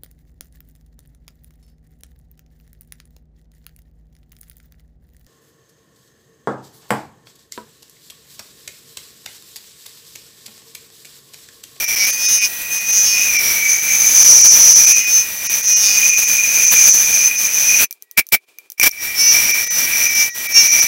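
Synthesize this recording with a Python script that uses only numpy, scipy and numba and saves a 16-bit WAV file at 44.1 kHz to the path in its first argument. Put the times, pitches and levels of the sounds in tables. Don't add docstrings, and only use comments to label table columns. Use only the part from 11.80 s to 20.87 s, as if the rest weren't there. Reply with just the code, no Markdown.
import sys
import numpy as np
from scipy import signal
from scipy.fft import rfft, irfft
from scipy.io import wavfile
from scipy.ndimage import uniform_filter1d
from numba import njit

SR = 44100
rng = np.random.default_rng(int(sys.argv[2]) if len(sys.argv) > 2 else 0)


def master(y):
    cut = np.clip(np.atleast_2d(y).T, -1, 1)
    pcm = np.round(cut * 32767)
    wavfile.write(sys.argv[1], SR, pcm.astype(np.int16))


def voltage_ratio(level):
    return 10 ** (np.asarray(level, float) / 20)


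N = 399987
t = np.arange(N) / SR

# start_s, gain_db
SQUEAL = [(0.0, -23.5), (0.23, -16.5), (0.37, -21), (0.49, -9), (0.55, -10.5), (0.62, -19.5), (0.65, -12),
          (0.69, -31.5), (0.89, -32), (0.93, -20), (1.04, -24), (1.18, -8.5), (1.33, -18), (1.46, -13.5),
          (1.5, -17), (1.88, -20.5), (1.9, -13.5), (1.98, -21.5), (2.15, -12.5), (2.32, -10.5),
          (2.37, -2.5), (3.11, -5), (3.23, -18.5), (3.38, -9), (3.46, -29.5), (3.6, -29), (3.75, -14),
          (3.82, -25), (3.87, -12), (3.95, -6.5), (4.1, -12.5), (4.34, -10), (4.69, -17), (5.08, -2.5),
          (5.32, -17), (5.35, -12.5), (5.48, -13.5), (5.5, -23.5), (5.67, -12.5), (5.68, -21), (5.9, -9),
          (6.04, -15), (7.13, -42), (7.236, -24.5), (7.338, -34.5), (7.398, -10.5), (7.484, -8),
          (7.86, -22), (8.054, -15), (8.064, -24), (8.248, -14.5), (8.274, -17.5), (8.424, -11),
          (8.484, -27.5), (8.694, -28.5), (8.768, -6), (8.844, -6.5), (8.946, -13), (9.016, -9.5),
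          (9.06, -21.5)]


def level(x, db):
    return x * voltage_ratio(db) / np.sqrt(np.mean(x ** 2))


def curves(rows):
    s, *columns = np.transpose(rows)
    return [np.interp(t, s, c) for c in columns]


def coloured(points):
    hz, db = np.transpose(points)
    f = np.arange(N // 2 + 1) * SR / N + 1
    gain = voltage_ratio(np.interp(np.log(f), np.log(hz), db))
    return irfft(rfft(rng.standard_normal(N)) * gain, N)


def walk(rate_hz):
    draws = rng.standard_normal(int(N * rate_hz / SR) + 2)
    points = uniform_filter1d(np.repeat(draws, 8), size=8)
    return 1.2 * np.interp(t * rate_hz * 8, np.arange(len(points)), points)


@njit
def svf(x, hz, width):
    y, b, l = np.empty(len(x)), 0., 0.
    for i in range(len(x)):
        g, k = np.tan(np.pi * hz[i] / SR), width[i] / hz[i]
        v = (b + g * (x[i] - l)) / (1 + g * (g + k))
        b, l, y[i] = 2 * v - b, l + 2 * g * v, k * v
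    return y


def ring(x, hz, width_hz):
    hz, width_hz = hz + 0 * t, width_hz + 0 * t
    twice = svf(svf(x, hz, width_hz), hz, width_hz)
    return twice * np.sqrt(2 * SR / (np.pi * width_hz))


def bumps(rows):
    return sum(height * np.exp(-((t - s) / (0.72 * length)) ** 4) for s, length, height in rows)


def held(start_s, length_s):
    attack_db_per_s, release_db_per_s = 7000, 1396
    before = np.maximum(start_s - t, 0)
    after = np.maximum(t - start_s - length_s, 0)
    return voltage_ratio(-attack_db_per_s * before - release_db_per_s * after)


def cutting():
    # start_s, tool_hz, holder_hz
    steel = [(0, 5780, 2374), (.24, 5770, 2290), (.33, 6020, 2437), (1.47, 6095, 2482), (1.62, 5700, 2287),
             (1.84, 6100, 2304), (2.3, 6170, 2345), (2.5, 5970, 2347), (3.03, 5990, 2390),
             (3.15, 6070, 2453), (3.6, 6000, 2390), (4.2, 6120, 2457), (5.05, 6140, 2403),
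             (6.05, 6040, 2440), (6.4, 5580, 2303), (7.7, 5820, 2346), (8.5, 5905, 2374),
             (9.07, 5840, 2333)]
    # centre_hz, width_hz, scraped_db, knocked_db (at hardness 0)
    body_modes = [(2798, 110, -36.5, -24.5), (3720, 1500, -33.5, -25), (4730, 440, -38, -20),
                  (4996, 286, -20, -38), (5550, 320, -51, -20.5), (7000, 3000, -27.5, -31),
                  (9510, 65, -23, -22), (10910, 900, -16, -25)]
    # freq_hz, relative_db_per_hz
    hiss_colour = [(25, -17), (200, -17.5), (1200, -17.5), (1700, -12), (3500, -14), (6500, -15),
                   (8600, -15), (12000, -9), (15800, -7)]
    # centre_s, nominal_length_s, depth (each layer takes its own dB per unit)
    dip_rows = [(0.065, 0.023, 8), (0.155, 0.0044, 26), (0.261, 0.0063, 10), (0.318, 0.012, 8),
                (0.474, 0.012, 7.5), (0.6, 0.016, 8.5), (1.118, 0.0076, 6), (1.579, 0.0093, 6.5),
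                (2.011, 0.018, 3), (2.439, 0.0068, 9), (2.63, 0.015, 6), (2.694, .03, 4.5),
                (2.944, 0.016, 6), (3.059, 0.0076, 9), (3.143, 0.025, 5), (3.26, 0.016, 4.5),
                (3.684, 0.014, 18), (3.823, 0.0073, 7), (3.869, 0.0079, 5), (3.95, 0.017, 9),
                (4.316, 0.027, 5), (4.36, .025, 5.5), (4.461, 0.025, 4.5), (4.895, 0.024, 4),
                (5.115, 0.035, 5), (7.155, 0.081, 5), (7.729, 0.017, 5.5), (7.857, 0.01, 5),
                (7.892, 0.015, 15.5), (8.287, 0.011, 3.5), (8.344, 0.0051, 8.5), (8.52, 0.037, 10.5),
                (8.68, 0.011, 8.5), (8.735, 0.0099, 4.5), (8.899, 0.034, 5), (9.012, 0.013, 6.5)]
    regular, hard_db = chatter()
    tool_gain, holder_gain, hiss_gain = contact(regular)
    tool_hz, holder_hz = curves(steel)

    # mean length 13 ms, mean depth 3
    faint = [(s * N / SR, .013 * (.5 + a), 3 * (.5 + b)) for s, a, b in rng.random((10, 3))]
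    dip = bumps(dip_rows + faint)
    knocks, scrape = blows(regular, hard_db)
    knocks = knocks * voltage_ratio(-.8 * np.maximum(dip - 13, 0))
    scrape = scrape * voltage_ratio(-.45 * dip)

    dull = svf(knocks, 0.89 * tool_hz, 1700 + 0 * t) * voltage_ratio(3.0)
    knock_width_hz = 750 * voltage_ratio(hard_db / 4)
    tool = voltage_ratio(-1.5) * ring(dull, 1.009 * tool_hz, knock_width_hz)
    tool = tool + ring(scrape, tool_hz, 620)

    body = 0
    for hz, width_hz, scraped_db, knocked_db in body_modes:
        force = voltage_ratio(scraped_db - dip) * scrape
        force = force + voltage_ratio(knocked_db + hard_db - 0.79 * dip) * knocks
        body = body + ring(force, hz, width_hz)

    holder = voltage_ratio(-3.0) * ring(knocks, holder_hz, 130) + ring(scrape, holder_hz, 100)
    holder = holder + voltage_ratio(-9.5) * ring(scrape, holder_hz, 350)
    holder = holder + voltage_ratio(-11) * ring(knocks + voltage_ratio(-dip) * scrape, 0.952 * holder_hz, 510)

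    flicker_db = 1.2 * walk(25)
    hiss = level(coloured(hiss_colour), 3.7) * hiss_gain * voltage_ratio(-2.12 * dip + flicker_db)
    return tool_gain * (tool + body) + holder_gain * holder + hiss


def blows(regular, hard_db, throb=0.4):
    # start_s, rate_hz
    speed = [(.15, 205), (.3, 206.2), (.57, 206.1), (.66, 205.6), (.9, 206.3), (1.13, 205.9), (1.48, 204.6),
             (3.22, 206.2), (3.82, 206.1), (4.3, 204.5), (5.5, 206.3), (7.1, 206), (7.3, 222),
             (7.43, 228.2), (7.51, 229.8), (7.86, 232.6), (7.98, 231.6), (8.25, 230.5), (8.38, 232.1),
             (8.66, 232.2), (8.86, 229.5)]
    odd_db, wander_db, smear_rad = -6, 3.6, .5
    (rate_hz,) = curves(speed)
    turn = np.exp(2j * np.pi * np.cumsum(rate_hz) / SR)
    knocks, partial = 0, turn ** 6
    for k in range(7, 58):
        partial = partial * turn
        parity_db = (odd_db + hard_db / 2) * (k % 2)
        size = voltage_ratio(parity_db + wander_db * walk(16))
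        knocks = knocks + size * (partial * np.exp(1j * smear_rad * walk(10))).real
    scrape = (1 + throb * turn.real) * rng.standard_normal(N)
    return np.sqrt(regular) * level(knocks, -1.74), np.sqrt(1 - regular) * level(scrape, 0)


def chatter():
    # start_s, length_s, regularity_0_to_1, hardness_db
    spells = [(.16, .19, .8, 7), (.35, .24, .92, 4), (.59, .085, .83, 10), (.905, .195, .7, 2),
              (1.1, .15, .95, 1), (1.25, .09, .88, 11), (1.34, .11, .5, 8), (3.19, .27, .9, 0),
              (3.655, .05, .8, 4), (3.83, .19, .93, -1), (4.02, .15, .72, 7), (4.17, .11, .4, 3),
              (5.47, .135, .7, 0), (7.35, .175, .93, 1), (7.845, .15, .9, 0), (8.27, .2, .9, -1),
              (8.47, .09, .6, -6), (8.67, .175, .93, 0)]
    rough_regularity, edge_s = .07, .04
    regular, hard_db = rough_regularity, 0
    for start_s, length_s, share, db in spells:
        to_edge_s = np.minimum(t - start_s, start_s + length_s - t)
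        inside = np.clip(to_edge_s / edge_s + .5, 0, 1)
        regular = regular + (share - rough_regularity) * inside
        hard_db = hard_db + db * inside
    return np.clip(regular, 0, .96), hard_db


def scraping(regular):
    return curves(SQUEAL)[0] + 10 * np.log10(1 - regular)


def contact(regular):
    # start_s, gain_db
    holder_rows = [(0.0, -30), (0.01, -25.5), (0.29, -19), (0.3, -25), (0.45, -31), (0.64, -18.5),
                   (0.69, -38.5), (1.02, -29.5), (1.16, -21), (1.26, -34.5), (1.38, -20), (1.6, -22.5),
                   (2.3, -23.5), (2.35, -29), (3.03, -25.5), (3.13, -17), (3.35, -28.5), (3.38, -24),
                   (3.58, -38.5), (3.75, -23.5), (3.82, -33), (3.92, -22.5), (4.0, -29.5), (4.2, -17.5),
                   (4.49, -23.5), (5.08, -20), (5.13, -40), (5.15, -29.5), (5.43, -21.5), (5.75, -29),
                   (5.92, -19), (6.04, -19.5), (7.13, -40), (7.15, -33.5), (7.678, -18.5), (7.806, -21.5),
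                   (7.822, -29), (8.28, -20), (8.5, -26), (8.516, -46.5), (8.79, -15), (8.844, -23.5),
                   (8.962, -19), (9.06, -23.5)]
    # start_s, length_s, tool_db, holder_db, hiss_db
    jerks = [(6.376, 0.019, -21, -10, -7.5), (6.524, 0.023, -18.5, -11.5, -7.5),
             (6.98, 0.017, -39, -37, -41), (7.014, 0.021, -18.5, -12, -26), (7.031, 0.045, -14, -14.5, -9),
             (7.111, 0.0032, -26, -43, -45)]
    # centre_s, nominal_length_s, rise_db
    surges = [(.08, 0.057, 4.5), (.3, 0.078, 4.5), (1.69, 0.11, 3.5), (4.93, 0.023, 9), (5.09, 0.023, 7),
              (6.02, 0.039, 8.5)]
    halt_s, restart_s = 6.045, 7.125
    tool_db = curves(SQUEAL)[0] + 1.5 * walk(25)
    holder_db = curves(holder_rows)[0] + 1.22 * walk(20)
    hiss_db = -16.5 + 0.3648 * scraping(regular) + 2 * (t > restart_s)
    running = held(0, halt_s) + held(restart_s, N / SR)
    gains = voltage_ratio(np.array([tool_db, holder_db, hiss_db])) * running
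    slope_share = np.array([[1], [0.72], [1]])
    for start_s, length_s, *dbs in jerks:
        gains = gains + voltage_ratio(np.array(dbs))[:, None] * held(start_s, length_s) ** slope_share
    tool, holder, hiss = gains
    return tool, holder, hiss * voltage_ratio(bumps(surges))


def motor():
    # freq_hz, relative_db
    tones = [(1920, -43), (3840, -62.5)]
    # start_s, gain_db
    drive = [(6.05, 3), (6.08, -38), (6.2, -60), (6.23, -28), (6.35, -21), (6.4, -40), (7.1, -49), (7.2, 5),
             (8, 10), (9.07, 6.5)]
    load_db = np.clip(scraping(chatter()[0]) + 18, -12, 12)
    db = curves(drive)[0] - 0.08 * load_db
    out = 0
    for hz, tone_db in tones:
        out = out + voltage_ratio(db + tone_db + 1.5 + 0.5 * walk(4.4)) * np.sin(2 * np.pi * hz * t)
    return out


def ticks():
    # start_s, relative_click_db, relative_holder_db
    tick_rows = [(6.1097, -16, -33), (6.127, -19.5, -52), (6.2236, -23, -60), (6.3125, -23.5, -72),
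                 (6.4677, -26, -64), (6.4888, -23.5, -60), (6.687, -50, -44), (6.786, -23, -31.5),
                 (6.818, -54, -49), (6.859, -55, -47), (6.9016, -21.5, -64), (6.9197, -21.5, -68),
                 (6.998, 5, -5.5), (7.013, -7.5, -23), (7.0923, -13, -27), (7.1165, -20, -36)]
    # freq_hz, relative_db, decay_s
    modes = [(12700, 3, 0.00013), (6070, -5.5, 0.0009)]
    out, u = np.zeros(N), t[:4096]
    click = sum(voltage_ratio(db) * np.sin(2 * np.pi * hz * u) * np.exp(-u / decay_s) for hz, db, decay_s in modes)
    click = np.diff(click, prepend=0)
    holder = np.sin(2 * np.pi * 2370 * u) * np.exp(-u / 0.0092)
    for start_s, click_db, holder_db in tick_rows:
        i = int(start_s * SR)
        tail = voltage_ratio(-27.5) * np.diff(rng.standard_normal(4096), prepend=0) * np.exp(-u / 0.013)
        out[i:i + 4096] += voltage_ratio(click_db + 6.0) * (click + tail) + voltage_ratio(holder_db - 1.5) * holder
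    return out


def workshop():
    # start_s, relative_db
    shop_rows = [(6.1, -73.5), (6.2, -68), (6.58, -76), (6.64, -62), (6.66, -77), (6.687, -59), (6.71, -64),
                 (6.78, -62.5), (6.86, -62), (6.89, -71), (6.97, -78)]
    # freq_hz, relative_db_per_hz
    shop_colour = [(40, -49), (250, -26), (400, -10), (520, -19.5), (1570, -24), (2150, -23.5), (2380, -6),
                   (2700, -21), (15800, -28.5)]
    (shop_db,) = curves(shop_rows)
    return level(coloured(shop_colour), 6.9) * voltage_ratio(shop_db + 2.5 * walk(33))


def scene():
    return (cutting() + motor() + ticks() + workshop())[None]


def roll_off(x):
    return signal.sosfilt(signal.butter(12, 16070, fs=SR, output="sos"), x)


def record(dry):
    soft = dry / (1 + np.abs(dry / 0.89) ** 4) ** (1 / 4)
    low_pass = signal.ellip(10, .3, 70, 15830, fs=SR, output="sos")
    mix = signal.sosfilt(low_pass, soft)
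    return roll_off(mix)


dry = scene()
out = record(dry)
master(out)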